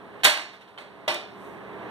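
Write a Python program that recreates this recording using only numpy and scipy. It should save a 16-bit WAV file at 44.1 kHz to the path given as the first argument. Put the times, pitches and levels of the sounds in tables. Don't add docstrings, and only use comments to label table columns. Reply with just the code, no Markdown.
import sys
import numpy as np
from scipy import signal
from scipy.fft import irfft
from scipy.io import wavfile
from scipy.ndimage import uniform_filter1d

SR = 44100
rng = np.random.default_rng(int(sys.argv[2]) if len(sys.argv) > 2 else 0)


def transcribe(u):
    v = np.clip(np.atleast_2d(u).T, -1, 1)
    q = np.round(v * 32767).astype(np.int16)
    wavfile.write(sys.argv[1], SR, q)


N = 83790
T = np.arange(N) / SR
HZ = np.fft.rfftfreq(N, 1 / SR)

# (frequency [Hz], left lead [rad])
PORT_PHASE = [(100, 0), (560, -.4), (800, 0), (1450, 0), (1850, -2.6), (2400, -3.2), (3700, -6.3),
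              (4900, -9.4), (6100, -13), (7350, -15.7), (8600, -19), (11000, -26), (14500, -31.5)]
# (frequency [Hz], coherence [0-1])
PORT_COHERENCE = [(60, 0.38), (300, 0.41), (700, 0.69), (1150, 0.99), (1650, 0.6), (2350, 0.92),
                  (3200, 0.85), (3900, 0.73), (8400, .75), (15000, 0.17)]
# (frequency [Hz], left minus right [dB])
PORT_BALANCE = [(150, -3.5), (550, .2), (1350, -1), (1600, -6.5), (2050, -6), (2400, -2.8), (15000, -3.2)]

# (frequency [Hz], relative density [dB])
FAN_COLOUR = [(52, -40.5), (75, -6), (98, -15.5), (125, -9.5), (200, -1.5), (290, -1), (400, 1.5),
              (560, -2), (1080, -1.5), (1400, -9), (1700, -7.5), (2300, -12.5), (3800, -24), (4900, -38.5),
              (15000, -46)]
HISS_COLOUR = [(100, -0.5), (4000, 9), (6000, -10.5), (9000, -4), (15000, -17)]
SLEEVE_COLOUR = [(1000, -11.5), (8500, 2), (14500, -4)]
SCUFF_COLOUR = [(300, -16.5), (1000, 1), (3700, -1.5), (5000, -15.5), (14500, -28)]
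TICK_COLOUR = [(1000, -13), (3900, 2.5), (8300, 3), (14500, -8)]
# (frequency [Hz], relative level [dB])
FAN_HUM = [(120, -18), (194, -14), (408, -8), (657, -12)]
# (time [s], level [dB])
BACKGROUND_LEVEL = [(0, -46.5), (.2, -43.5), (.35, -52), (.62, -52.5), (.88, -49.5), (1.02, -46.5),
                    (1.33, -46), (1.45, -42), (1.62, -42.5), (1.9, -37.5)]
# (time [s], relative level [dB])
SCUFFS = [(0.2, -52), (0.529, -47), (0.608, -48), (0.675, -52.5)]
PINGS = [(0.2338, -21.5), (0.777, -36)]
TICKS = [(0.2442, -26.5), (1.0792, -30.5), (1.143, -29)]

# (frequency [Hz], t60 [s])
ROOM_T60 = [(60, 0.23), (300, 0.53), (1000, 0.55), (3500, 0.48), (7000, 0.43), (14000, 0.089)]
RING_T60 = [(60, 0.2), (300, 0.31), (800, 0.21), (3000, 0.28), (6000, 0.21), (14000, 0.21)]
# (time [s], relative level [dB], brightness [dB/octave])
ARM_HITS = [(0.2340, -10, -1), (0.2386, -10, 1.5), (0.2442, -5, 4.5), (0.2472, 0, -0.5), (0.2492, 2, 1.5),
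            (0.2526, 0.5, 0), (0.262, -9.5, -3), (0.2688, -6, -2.5), (0.3718, -17.5, -0.5),
            (0.394, -23.5, -2.5)]
CARRIAGE_HITS = [(0.777, -4.5, -1.5), (0.7835, 1.5, 0), (0.7905, -11, -9.5), (0.8055, -16.5, 6)]
LEVER_HITS = [(1.0772, -13, -5), (1.0791, 1.5, -0.5), (1.0865, -5, -5.5), (1.102, -6, 0), (1.1145, -15, 1),
              (1.1432, -9, 0)]
# (frequency [Hz], relative density [dB])
ARM_COLOUR = [(40, -39), (130, -26.5), (300, -10), (510, -13.5), (620, -1.5), (1150, -3), (1420, -6),
              (1650, -2), (2350, 0.5), (3400, -4), (4300, -3), (5200, -13), (8400, -14.5), (11500, -20.5),
              (14500, -26)]
CARRIAGE_COLOUR = [(40, -45), (200, -9), (450, -12), (620, 1.5), (950, 0), (2200, -0.5), (3150, -3.5),
                   (4200, -5), (5300, -22.5), (8500, -21.5), (11500, -28.5), (15000, -39)]
LEVER_COLOUR = [(40, -43), (260, -18.5), (350, -10.5), (480, -13), (620, -2), (1000, -6), (1600, -7.5),
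                (2450, -4), (3900, -6.5), (6300, -19), (8300, -21), (14500, -32)]
# (frequency [Hz], relative level [dB], t60 [s])
ARM_MODES = [(604.4, 4, 0.3), (797, -8, 0.5), (943, 1.5, 0.29), (1094, -5, 0.56), (1418.5, -4.5, 0.3),
             (1597, 9, 0.13), (1663, -0.5, 0.32), (1905, 8.5, 0.12), (3020, 0, 0.22), (3154, -1.5, 0.2),
             (3215, 2.5, 0.088), (3314, -2.5, 0.25), (3370, -1, 0.17), (3670, -6.5, 0.12)]
CARRIAGE_MODES = [(585, 0, 0.18)]
LEVER_MODES = [(348.5, -12.5, 0.44), (601, -3, 0.41), (619, 5, 0.12), (933, 6, 0.16), (1126, -5.5, 0.22),
               (1986, 5, 0.18), (2398, 3, 0.39), (2810, 4, 0.037), (3056, -8, 0.35), (3750, -5.5, 0.22),
               (4460, -1.5, 0.15)]

ATTACK_S, CRACK_T60_S, ROOM_BUILD_S = 0.00075, 0.02, 0.015
RAGGED_DB, MODE_SPACING_HZ = 3, 32
WAVER_HZ, WAVER_S = 5, 0.012


def amp(db):
    return 10 ** (np.asarray(db) / 20)


def unit_rms(x):
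    return x / np.sqrt(np.mean(x ** 2) + 1e-20)


def lookup(table, hz):
    table_hz, values = np.transpose(table)
    return np.interp(np.log(hz + 1), np.log(table_hz + 1), values)


def mic_spectrum(colour):
    a, b, c, d = rng.standard_normal((4, len(HZ)))
    left, unrelated = a + 1j * b, c + 1j * d
    coherence = np.clip(lookup(PORT_COHERENCE, HZ), 0, 0.99)
    right = coherence * left + np.sqrt(1 - coherence ** 2) * unrelated
    right *= np.exp(-1j * lookup(PORT_PHASE, HZ))
    lean = amp(lookup(PORT_BALANCE, HZ) / 2)
    spectrum = np.array([left * lean, right / lean]) * amp(lookup(colour, HZ))
    return spectrum / irfft(spectrum, N).std()


def mic_noise(colour):
    return irfft(mic_spectrum(colour), N)


def mic_tone(hz, zero_phase_s=0, waver_hz=0):
    drift = unit_rms(uniform_filter1d(rng.standard_normal(N), round(WAVER_S * SR)))
    phase = 2 * np.pi * np.cumsum(hz + waver_hz * drift) / SR
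    phase -= phase[round(zero_phase_s * SR)]
    lean = amp(lookup(PORT_BALANCE, hz) / 2)
    return np.array([np.sin(phase) * lean, np.sin(phase - lookup(PORT_PHASE, hz)) / lean])


def decay(power, t60):
    return signal.lfilter([1], [1, -10 ** (-6 / (t60 * SR))], power + 1e-30)


def build_up(power, rise_s):
    pole = np.exp(-1 / (rise_s * SR))
    return signal.lfilter([1 - pole], [1, -pole], power + 1e-30)


def contact_power(events, rise_s=ATTACK_S):
    power = np.zeros(N)
    for time_s, db in events:
        power[round(time_s * SR)] += amp(db) ** 2
    return build_up(power, rise_s)


def room_tone():
    hum = sum(amp(db) * mic_tone(hz) for hz, db in FAN_HUM)
    ducking = amp(np.interp(T, *np.transpose(BACKGROUND_LEVEL)))
    fan = (mic_noise(FAN_COLOUR) + hum) * ducking
    to_right = amp([[-0.5], [0.5]])
    return fan * to_right + amp(-64) * mic_noise(HISS_COLOUR)


def sleeve(peak_s=1.458, half_width_s=0.079):
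    swell = 1 / (1 + ((T - peak_s) / half_width_s) ** 2)
    return amp(-63.5) * mic_noise(SLEEVE_COLOUR) * swell


def scuffs():
    energy = decay(contact_power(SCUFFS, rise_s=0.006), t60=0.18)
    return mic_noise(SCUFF_COLOUR) * np.sqrt(energy)


def pings():
    return mic_tone(hz=3120) * np.sqrt(decay(contact_power(PINGS), t60=0.041))


def ticks():
    return mic_noise(TICK_COLOUR) * np.sqrt(decay(contact_power(TICKS), t60=0.013))


def hit_power(hits, hz):
    octaves = np.log2(max(hz, 500) / 2000)
    return contact_power([(time_s, db + brightness * octaves) for time_s, db, brightness in hits])


def dense_ring(hits, colour, crack_db, room_db):
    grid_hz = np.arange(0, SR / 2, MODE_SPACING_HZ)
    ragged = np.interp(HZ, grid_hz, rng.standard_normal(len(grid_hz)))
    ragged *= np.clip(HZ / 4000, 0, 1.3)
    spectrum = mic_spectrum(colour) * unit_rms(amp(RAGGED_DB * ragged))
    centres_hz = np.geomspace(80, 14000, 12)
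    sound = np.zeros((2, N))
    for hz, this_band in zip(centres_hz, np.eye(len(centres_hz))):
        band_gain = np.interp(np.log(HZ + 1), np.log(centres_hz), this_band)
        power = hit_power(hits, hz)
        ring = decay(power, lookup(RING_T60, hz))
        crack = amp(crack_db) ** 2 * decay(power, CRACK_T60_S)
        room = amp(room_db) ** 2 * build_up(decay(power, lookup(ROOM_T60, hz)), ROOM_BUILD_S)
        sound += irfft(spectrum * band_gain, N) * np.sqrt(ring + crack + room)
    return sound


def clank(hits, colour, modes, dense_db, modes_db, crack_db, room_db):
    sound = amp(dense_db) * dense_ring(hits, colour, crack_db, room_db)
    hardest_s = max(hits, key=lambda hit: hit[1])[0]
    for hz, db, t60 in modes:
        envelope = np.sqrt(decay(hit_power(hits, hz), t60))
        sound += amp(modes_db + db) * mic_tone(hz, hardest_s, WAVER_HZ) * envelope
    return sound


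def scene():
    arm = clank(ARM_HITS, ARM_COLOUR, ARM_MODES,
                dense_db=-18.5, modes_db=-34.5, crack_db=9, room_db=-6.5)
    carriage = clank(CARRIAGE_HITS, CARRIAGE_COLOUR, CARRIAGE_MODES,
                     dense_db=-42, modes_db=-49, crack_db=5.5, room_db=-5)
    lever = clank(LEVER_HITS, LEVER_COLOUR, LEVER_MODES,
                  dense_db=-25.5, modes_db=-35, crack_db=6.5, room_db=-7)
    return arm + carriage + lever + pings() + ticks() + scuffs() + room_tone() + sleeve()


def record(dry):
    rounded = dry / (1 + dry ** 8) ** (1 / 8)
    lowpass = signal.firwin(255, cutoff=15200, window=("kaiser", 9), fs=SR)
    return signal.oaconvolve(rounded, lowpass[None], "same")


dry = scene()
out = record(dry)
transcribe(out)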